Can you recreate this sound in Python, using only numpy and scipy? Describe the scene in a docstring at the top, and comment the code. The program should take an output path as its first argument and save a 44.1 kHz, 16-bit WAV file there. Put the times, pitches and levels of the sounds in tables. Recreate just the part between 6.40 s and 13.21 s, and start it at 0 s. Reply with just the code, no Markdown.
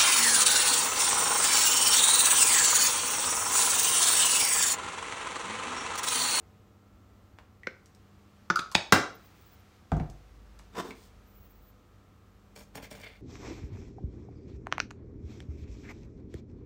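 """First comes the hum of a fridge over soft ventilation noise, heard from one microphone in a small kitchen.
A plastic sauce bottle is clicked shut and put away with a squeaky wobble and two hard knocks; the
fridge door thuds on its seal. Long steel tongs slide off the counter, then clink and scrape on a wire
rack in a steel tray. Blows and stick-slip friction ring each object's resonances, and nearby surfaces
and the walls answer. A faint, very high whistle swells twice."""
import sys
import numpy as np
from scipy import signal
from scipy.fft import rfft, irfft, next_fast_len
from scipy.io import wavfile
from scipy.ndimage import map_coordinates

SR = 44100
rng = np.random.default_rng(int(sys.argv[2]) if len(sys.argv) > 2 else 0)


def output_pcm(signal):
    """Save a mono or channel-first signal as 16-bit PCM at the path in sys.argv[1].

    Samples are clipped to [-1, 1] before scaling.
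    """
    pcm = np.clip(np.atleast_2d(signal).T, -1, 1) * 32767
    wavfile.write(sys.argv[1], SR, np.round(pcm).astype(np.int16))


N = 300321


def amp(db):
    """Decibels to gain."""
    return 10 ** (np.asarray(db) / 20)


def unit(x):
    """Scale to rms 1."""
    return x / np.sqrt(np.mean(x ** 2) + 1e-20)


def along(points, hz):
    """Interpolate (frequency_hz, value) points on a log frequency axis."""
    f, v = np.transpose(points)
    return np.interp(np.log(hz + 1), np.log(f + 1), v)


def curves(rows):
    """One value per sample for each column after the time."""
    s, *cols = np.transpose(rows)
    return [np.interp(np.arange(N) / SR, s, c) for c in cols]


def drift(rate):
    """A smooth random curve, rate knots a second."""
    return map_coordinates(rng.standard_normal(int(N * rate / SR) + 4), [np.arange(N) * rate / SR])


def tone(hz):
    """A sine of rms 1 that follows a pitch curve."""
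    return np.sqrt(2) * np.sin(2 * np.pi * np.cumsum(hz) / SR)


def filtered(x, response):
    """Pass x through a complex frequency response."""
    m = next_fast_len(len(x) + SR // 2)
    return irfft(rfft(x, m) * response(np.fft.rfftfreq(m, 1 / SR)), m)[:len(x)]


def noise(spectrum):
    """Coloured noise of rms 1."""
    return unit(filtered(rng.standard_normal(N), lambda f: amp(along(spectrum, f))))


def add(track, s, sound):
    """Mix a sound in at time s."""
    part = track[round(s * SR):]
    part[:len(sound)] += sound[:len(part)]


def body(modes, f):
    """Causal response of an object's resonances."""
    return sum((-1) ** k * amp(db) * 1j * f * width / (hz * hz - f * f + 1j * f * width)
               for k, (hz, width, db) in enumerate(modes))


def blow(modes, hard_hz, grit, grit_t60=0.024, grit_hz=4000):
    """One contact of peak 1: a gritty push rings the modes; a soft contact loses the treble."""
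    t = np.arange(SR // 3) / SR
    chatter = rng.standard_normal(len(t)) * amp(-60 * t / grit_t60)
    force = (t == 0) + grit * filtered(chatter, lambda f: 1j * f / (grit_hz + 1j * f))
    ring = filtered(force, lambda f: body(modes, f) / (1 + 1j * f / hard_hz) ** 2)
    return ring / np.abs(ring).max()


def knocks(rows, modes, grit):
    """A series of blows on one object."""
    track = np.zeros(N)
    for s, db, hard_hz in rows:
        add(track, s, amp(db) * blow(modes, hard_hz, grit))
    return track


def pressure(strokes, levels_db, rise_s, fall_s):
    """Each stroke swells, holds its level from start to end, and dies away."""
    t = np.arange(N) / SR
    return sum(amp(db) * np.exp(np.minimum(t - start, 0) / rise_s - np.maximum(t - end, 0) / fall_s)
               for (start, end, *_), db in zip(strokes, levels_db))


def scrape(pressed, modes, slips_per_s, rough_db):
    """Steel sticks and slips at random, and each slip rings the modes."""
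    slips = (rng.random(N) < slips_per_s / SR) * rng.standard_normal(N)
    force = unit(slips * amp(rough_db * drift(160)))
    body_rms = np.sqrt(np.mean(np.abs(body(modes, np.linspace(0, SR / 2, SR // 4))) ** 2))
    return filtered(force * pressed, lambda f: body(modes, f)) / body_rms


# The small kitchen's decay: frequency_hz, t60_s
ROOM_DECAY = [(60, 0.28), (250, 0.39), (700, 0.43), (2000, 0.35), (6000, 0.36), (14000, 0.17)]
def kitchen(x, near_db, room_db, near_t60=0.065, gap_s=0.0055):
    """At the microphone: direct sound, a quick scatter off nearby surfaces, then the room's tail."""
    hz, frame_s, spectrum = signal.stft(rng.standard_normal(SR // 2), SR, nperseg=256)
    decay = amp(-60 * frame_s / along(ROOM_DECAY, hz)[:, None])
    tail = signal.istft(spectrum * decay, SR, nperseg=256)[1]
    t = np.arange(len(tail)) / SR
    tail *= 1 - np.exp(-(t / gap_s) ** 2)
    near = rng.standard_normal(len(t)) * amp(-60 * t / near_t60) * (1 - np.exp(-t / 0.0012))
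    walls = amp(near_db) * near / np.linalg.norm(near) + amp(room_db) * tail / np.linalg.norm(tail)
    return x + signal.fftconvolve(x, walls)[:N]


# Colours of the ventilation and the hiss: frequency_hz, relative_db
AIR_COLOUR = [(25, -14.5), (40, -7), (80, 1), (125, -10), (200, -10.5), (340, -13), (500, -19.5),
              (900, -22.5), (1300, -25.5), (2000, -29), (5000, -37.5), (7500, -39), (10500, -48),
              (13500, -42)]
HISS_SPECTRUM = [(200, -22), (700, 0), (1500, 1.5), (3000, -3.5), (6000, -8), (10000, -17), (15000, -20)]
# The hiss rises and falls: time_s, level_db
HISS_LEVEL = [(.6, -88), (1.4, -76), (2.9, -65), (3.8, -69.5), (4.8, -70), (5.7, -77.5), (6.8, -75.5)]
def room_tone():
    """Ventilation noise and a soft, fluttering hiss around the microphone."""
    air = amp(-59.5 + 0.62 * drift(2.5)) * noise(AIR_COLOUR)
    hiss = amp(curves(HISS_LEVEL)[0] + 0.8 * drift(11)) * noise(HISS_SPECTRUM)
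    return air + hiss


# Partials of the mains hum: pitch_hz, level_db
HUM_PARTIALS = [(100, -66.5), (199.5, -68.5), (450, -78.5), (500, -79), (598, -81), (750, -81), (1050, -84),
                (1151, -82.5), (1250, -80), (1350, -80.5)]
# A low drone once the door is shut, probably the fan: time_s, pitch_hz, level_db
FAN_DRONE = [(3.65, 41.76, -43), (3.8, 50.9, -54), (4.2, 51.5, -52), (4.4, 48.3, -64), (5.2, 47.8, -59.5),
             (5.7, 49.4, -70), (6.8, 49.1, -58)]
def fridge(fan_rise_s=0.03):
    """Mains hum wavers throughout; the drone builds up as the door settles."""
    hum = sum(amp(db + 2.2 * drift(1.9)) * tone(hz + 0.8 * drift(4.6)) for hz, db in HUM_PARTIALS)
    fan_hz, fan_db = curves(FAN_DRONE)
    running = np.exp(np.minimum(np.arange(N) / SR - FAN_DRONE[0][0], 0) / fan_rise_s)
    return hum + running * amp(fan_db + 1.5 * drift(4.04)) * tone(fan_hz)


# Swells of the whistle: start_s, end_s, level_db
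WHISTLE_SWELLS = [(2.7, 3.283, -73), (4.824, 5.35, -66.5)]
# Its thin strands: pitch_ratio, relative_db
WHISTLE_STRANDS = [(1.01, -1.5), (.98, -5.5), (0.91, -18), (0.772, -24)]
def whistle(crest_hz=15600, sag_hz=3000, fade_db=24, flicker_db=7):
    """A faint whistle at the top of hearing: each swell arches in pitch and level, and flickers."""
    t, track = np.arange(N) / SR, np.zeros(N)
    for start, end, db in WHISTLE_SWELLS:
        sag = np.minimum(np.abs(2 * (t - start) / (end - start) - 1), 1) ** 4  # 0 at the crest
        for ratio, relative_db in WHISTLE_STRANDS:
            waver_hz = 340 * drift(45) + 190 * drift(900)
            level_db = db + relative_db - fade_db * sag + flicker_db * drift(45)
            track += (sag < 1) * amp(level_db) * tone((crest_hz - sag_hz * sag) * ratio + waver_hz)
    return track


# Bright ticks of plastic, all on one resonance: start_s, peak_db
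PLASTIC_TICKS = [(1.459, -43.5), (1.549, -49), (2.316, -32), (2.3237, -33), (2.5228, -13.5), (3.5182, -39),
                 (3.568, -45), (3.597, -55), (3.70, -41), (4.191, -42)]
# Light taps on things around the kitchen: start_s, peak_db, pitch_hz, width_hz
LIGHT_TAPS = [(0.987, -35, 1085, 900), (1.2337, -40, 1930, 100), (2.1586, -19, 4900, 600),
              (2.319, -37.5, 1083, 120), (3.5994, -29.5, 900, 800), (4.196, -40, 1000, 900),
              (4.347, -45, 1187, 710), (4.508, -34, 2200, 400)]
def handling(tick_hz=5700, tick_width_hz=3100):
    """Small contacts of plastic, steel and fingers; the lower a tap, the softer its contact."""
    track = np.zeros(N)
    for s, db in PLASTIC_TICKS:
        add(track, s, amp(db) * blow([(tick_hz, tick_width_hz, 0)], hard_hz=12000, grit=0.12))
    for s, db, hz, width in LIGHT_TAPS:
        add(track, s, amp(db) * blow([(hz, width, 0)], hard_hz=4.1 * hz, grit=0.1))
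    return kitchen(track, near_db=-5.5, room_db=-6.0)


# The door meets the fridge: start_s, peak_db, hardness_hz
DOOR_BLOWS = [(3.5185, -20.5, 5000), (3.529, -25, 218), (3.549, -29, 80), (3.568, -27.5, 900),
              (3.5995, -25.5, 600)]
# Its resonances: pitch_hz, width_hz, gain_db
DOOR_MODES = [(52, 11.7, 4.5), (113.4, 30, 2.5), (146.6, 11, 7), (187.6, 18.5, -1), (266, 114, -8.5),
              (350.3, 12, -3.5), (407, 65, -18.5), (740, 88, -7.5), (900, 140, -13.5), (1370, 700, -22.5)]
def door():
    """The fridge door lands on its soft seal and shudders; plenty of room makes it sound farther off."""
    return kitchen(knocks(DOOR_BLOWS, DOOR_MODES, grit=0.088), near_db=-2.0, room_db=-3.5)


# The tongs drag over the counter: start_s, end_s, counter_db, cabinet_db, tips_db
COUNTER_SLIDES = [(4.377, 4.401, -35.5, -35.5, -58), (4.452, 4.509, -51.5, -49, -62),
                  (4.56, 4.674, -73, -73.5, -65.5)]
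# Resonances of counter top, cabinet and steel tips: pitch_hz, width_hz, gain_db
COUNTER_MODES = [(635, 240, -5.5), (1000, 91, 3.5), (1150, 240, -3.5), (1650, 350, -7), (2150, 800, -13.5),
                 (3370, 120, -17), (3580, 34, -7), (5640, 1040, -20), (6800, 100, -16.5), (8000, 1100, -25),
                 (14000, 2000, -33)]
CABINET_MODES = [(166, 31, -3), (270, 24, 0), (341, 35, 1.5), (428, 107, 1), (505, 60, -2)]
TIP_MODES = [(3260, 960, 4), (5000, 2300, 3), (6800, 1600, 3.5), (8940, 1100, 0.5), (12000, 3700, -8),
             (15200, 1300, 0)]
def tongs_off_counter():
    """The tongs slide off the counter, which rings with the cabinet below it."""
    on_top, on_cabinet, on_tips = (pressure(COUNTER_SLIDES, db, rise_s=0.015, fall_s=0.013)
                                   for db in np.transpose(COUNTER_SLIDES)[2:])
    counter = scrape(on_top, COUNTER_MODES, slips_per_s=2500, rough_db=1.7)
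    cabinet = scrape(on_cabinet, CABINET_MODES, slips_per_s=900, rough_db=2.4)
    tips = scrape(on_tips, TIP_MODES, slips_per_s=3000, rough_db=0.98)
    return kitchen(counter + cabinet + tips, near_db=-20, room_db=-9.5)


# Strokes on the rack: start_s, end_s, clink_db, arms_db, tips_db, tray_db, rack_db
RUBS = [(6.1613, 6.219, -41.5, -55.5, -64, -56, -74), (6.354, 6.382, -38, -54, -59, -43.5, -66),
        (6.426, 6.448, -46, -55.5, -60, -52, -53.5), (6.5125, 6.53, -41.5, -58, -56.5, -51.5, -61),
        (6.551, 6.63, -52, -63.5, -62.5, -55, -59), (6.635, 6.668, -59, -66, -65, -55, -51),
        (6.686, 6.76, -65.5, -76.5, -76.5, -65, -60.5)]
# Resonances of the tongs' arms, steel tray and wire rack: pitch_hz, width_hz, gain_db
ARM_MODES = [(2354, 74, 4), (3280, 53, 0), (4180, 51, -2), (4700, 290, -5.5), (5470, 94, 2.5),
             (5590, 150, -3), (6310, 58, -1), (6880, 100, -3), (7670, 75, 0.5), (9090, 69, 0.5),
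             (9740, 43, -10), (10400, 74, -7), (12000, 140, -6.5), (14200, 110, -4), (15550, 160, -9)]
TRAY_MODES = [(110, 45, 2), (160, 65, 3), (222, 39, 3.5), (283, 42, -0.5), (446, 74, -0.5),
              (600, 144, -1.5), (800, 120, -2.5), (1000, 130, -5.5), (1560, 310, -9), (2200, 630, -10.5),
              (3520, 450, -16)]
RACK_MODES = [(1000, 200, -33), (1550, 790, -5), (2160, 97, 9.5), (2351, 80, 5.5), (2920, 700, -2.5),
              (3540, 240, -0.5), (4470, 430, -7)]
def tongs_on_rack(clink_hard_hz=13000, bump_hard_hz=1800, bump_above_db=10, spread_db=2.5):
    """Close and dry: each landing clinks the arms and bumps the tray, then all the steel rubs."""
    starts, _, clink_db, arms_db, tips_db, tray_db, rack_db = np.transpose(RUBS)
    bite = dict(rise_s=0.0047, fall_s=0.015)  # the tips bite and let go
    follow = dict(rise_s=0.0044, fall_s=0.018)  # tray and rack die away more slowly
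    clinks = knocks([(s, db, clink_hard_hz) for s, db in zip(starts, clink_db)], ARM_MODES, grit=0.14)
    landings = [(s, db + bump_above_db, bump_hard_hz) for s, db in zip(starts, tray_db)]
    bumps = knocks(landings, TRAY_MODES, grit=0.085)
    arms = np.zeros(N)
    for rub, level_db in zip(RUBS, arms_db):
        # each point of contact favours different modes
        touched = [(hz, width, db + spread_db * rng.standard_normal()) for hz, width, db in ARM_MODES]
        arms += scrape(pressure([rub], [level_db], **bite), touched, slips_per_s=2100, rough_db=4.6)
    # the pressed tips hardly ring: a dry, grainy scratch
    tips = scrape(pressure(RUBS, tips_db, **bite), TIP_MODES, slips_per_s=1800, rough_db=3.5)
    tray = scrape(pressure(RUBS, tray_db, **follow), TRAY_MODES, slips_per_s=900, rough_db=0.63)
    rack = scrape(pressure(RUBS, rack_db, **follow), RACK_MODES, slips_per_s=2200, rough_db=1.8)
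    return kitchen(clinks + bumps + arms + tips + tray + rack, near_db=-12, room_db=-13)


# The bottle's base chirps as it slides on the shelf: start_s, peak_db
BASE_SQUEAKS = [(2.158, -15), (2.1696, -16.5), (2.185, -30)]
def squeaks(pitch_hz=1333.4, length_s=0.0076, grip_hz=2600, grip_width_hz=3000):
    """Plastic grips with a tick and lets go in a short swell of one pitch."""
    track = np.zeros(N)
    t = np.arange(round(length_s * SR)) / SR
    chirp = np.sin(np.pi * t / length_s) ** 2 * np.sin(2 * np.pi * pitch_hz * t)
    for s, db in BASE_SQUEAKS:
        grip = blow([(grip_hz, grip_width_hz, 0)], hard_hz=9000, grit=0.15)
        add(track, s, amp(db) * chirp)
        add(track, s + 0.0012, amp(db - 14) * grip)
    return track


# Blows of the cap, the rocking bottle, the shelf rail and the last drop: start_s, peak_db, hardness_hz
CAP_BLOWS = [(1.2695, -31.5, 9000), (1.2715, -18, 6000)]
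ROCKING_BLOWS = [(2.101, -12, 6000), (2.1066, -14, 9000), (2.19, -20, 6000), (2.197, -25, 1500)]
RAIL_BLOWS = [(2.190, -29, 16070), (2.1935, -21, 14000), (2.348, -19.5, 14000), (2.3504, -16.5, 6000),
              (2.3515, -5.5, 6000)]
SEAT_BLOWS = [(2.524, -1, 12000), (2.5255, -14, 2954), (2.531, -12, 6000)]
# The resonances they ring, in the same order: pitch_hz, width_hz, gain_db
CAP_MODES = [(202, 53, -3), (400, 95, -2.5), (538, 98, -3), (1500, 146, 1), (2200, 180, 0),
             (4050, 960, -18), (5540, 1100, -18.5)]
BOTTLE_MODES = [(350, 60, -15), (1240, 320, -1), (1440, 280, 1), (1890, 500, -15.5), (3500, 300, -23),
                (4900, 1100, -24.5), (7000, 1700, -32)]
SHELF_MODES = [(88, 34, -3), (190.3, 70, -3), (350, 61, -4), (620, 210, -3.5), (880, 200, -3),
               (1320, 360, -8), (2270, 260, 0), (2600, 220, -1.5), (3600, 470, 0), (4900, 700, -6.5),
               (6302, 920, -10), (8700, 1700, -16.5), (14480, 2500, -23)]
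SEAT_MODES = [(94, 26, -5.5), (180, 80, -6.5), (292.7, 120, -2.5), (572.7, 160, -8), (720, 220, -7),
              (1393, 250, 0), (1544, 270, -3), (2088, 160, -6.5), (4000, 1400, -20), (6000, 1400, -24.5),
              (7900, 950, -21), (15500, 1500, -26.5)]
def bottle(thump_db=-13.5, thump_hard_hz=600):
    """The cap clicks shut close by; the bottle rocks on a shelf, knocks its rail and drops into place."""
    cap = kitchen(knocks(CAP_BLOWS, CAP_MODES, grit=0.06), near_db=-11, room_db=-13)
    wobbles = knocks(ROCKING_BLOWS, BOTTLE_MODES, grit=0.247) + squeaks()
    rocking = kitchen(wobbles, near_db=-14, room_db=-11)
    thumps = [(s, db + thump_db, thump_hard_hz) for s, db, _ in ROCKING_BLOWS]  # felt by the shelf
    shelf = kitchen(knocks(thumps + RAIL_BLOWS, SHELF_MODES, grit=0.12), near_db=-8.5, room_db=-10)
    seated = kitchen(knocks(SEAT_BLOWS, SEAT_MODES, grit=0.23), near_db=-5.5, room_db=-3.0)
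    return cap + rocking + shelf + seated


def scene():
    """Everything at one microphone in the kitchen."""
    action = handling() + bottle() + door() + tongs_off_counter() + tongs_on_rack()
    return (action + whistle() + room_tone() + fridge())[None]


def record(dry, bass_hz=30, top_hz=15900):
    """The microphone sheds the deepest bass; the recorder clips at full scale and has a band limit."""
    heard = signal.sosfilt(signal.butter(3, bass_hz, "high", fs=SR, output="sos"), dry[0])
    return filtered(np.clip(heard, -1, 1), lambda hz: 1 / (1 + (hz / top_hz) ** 200))[None]


dry = scene()
out = record(dry)
output_pcm(out)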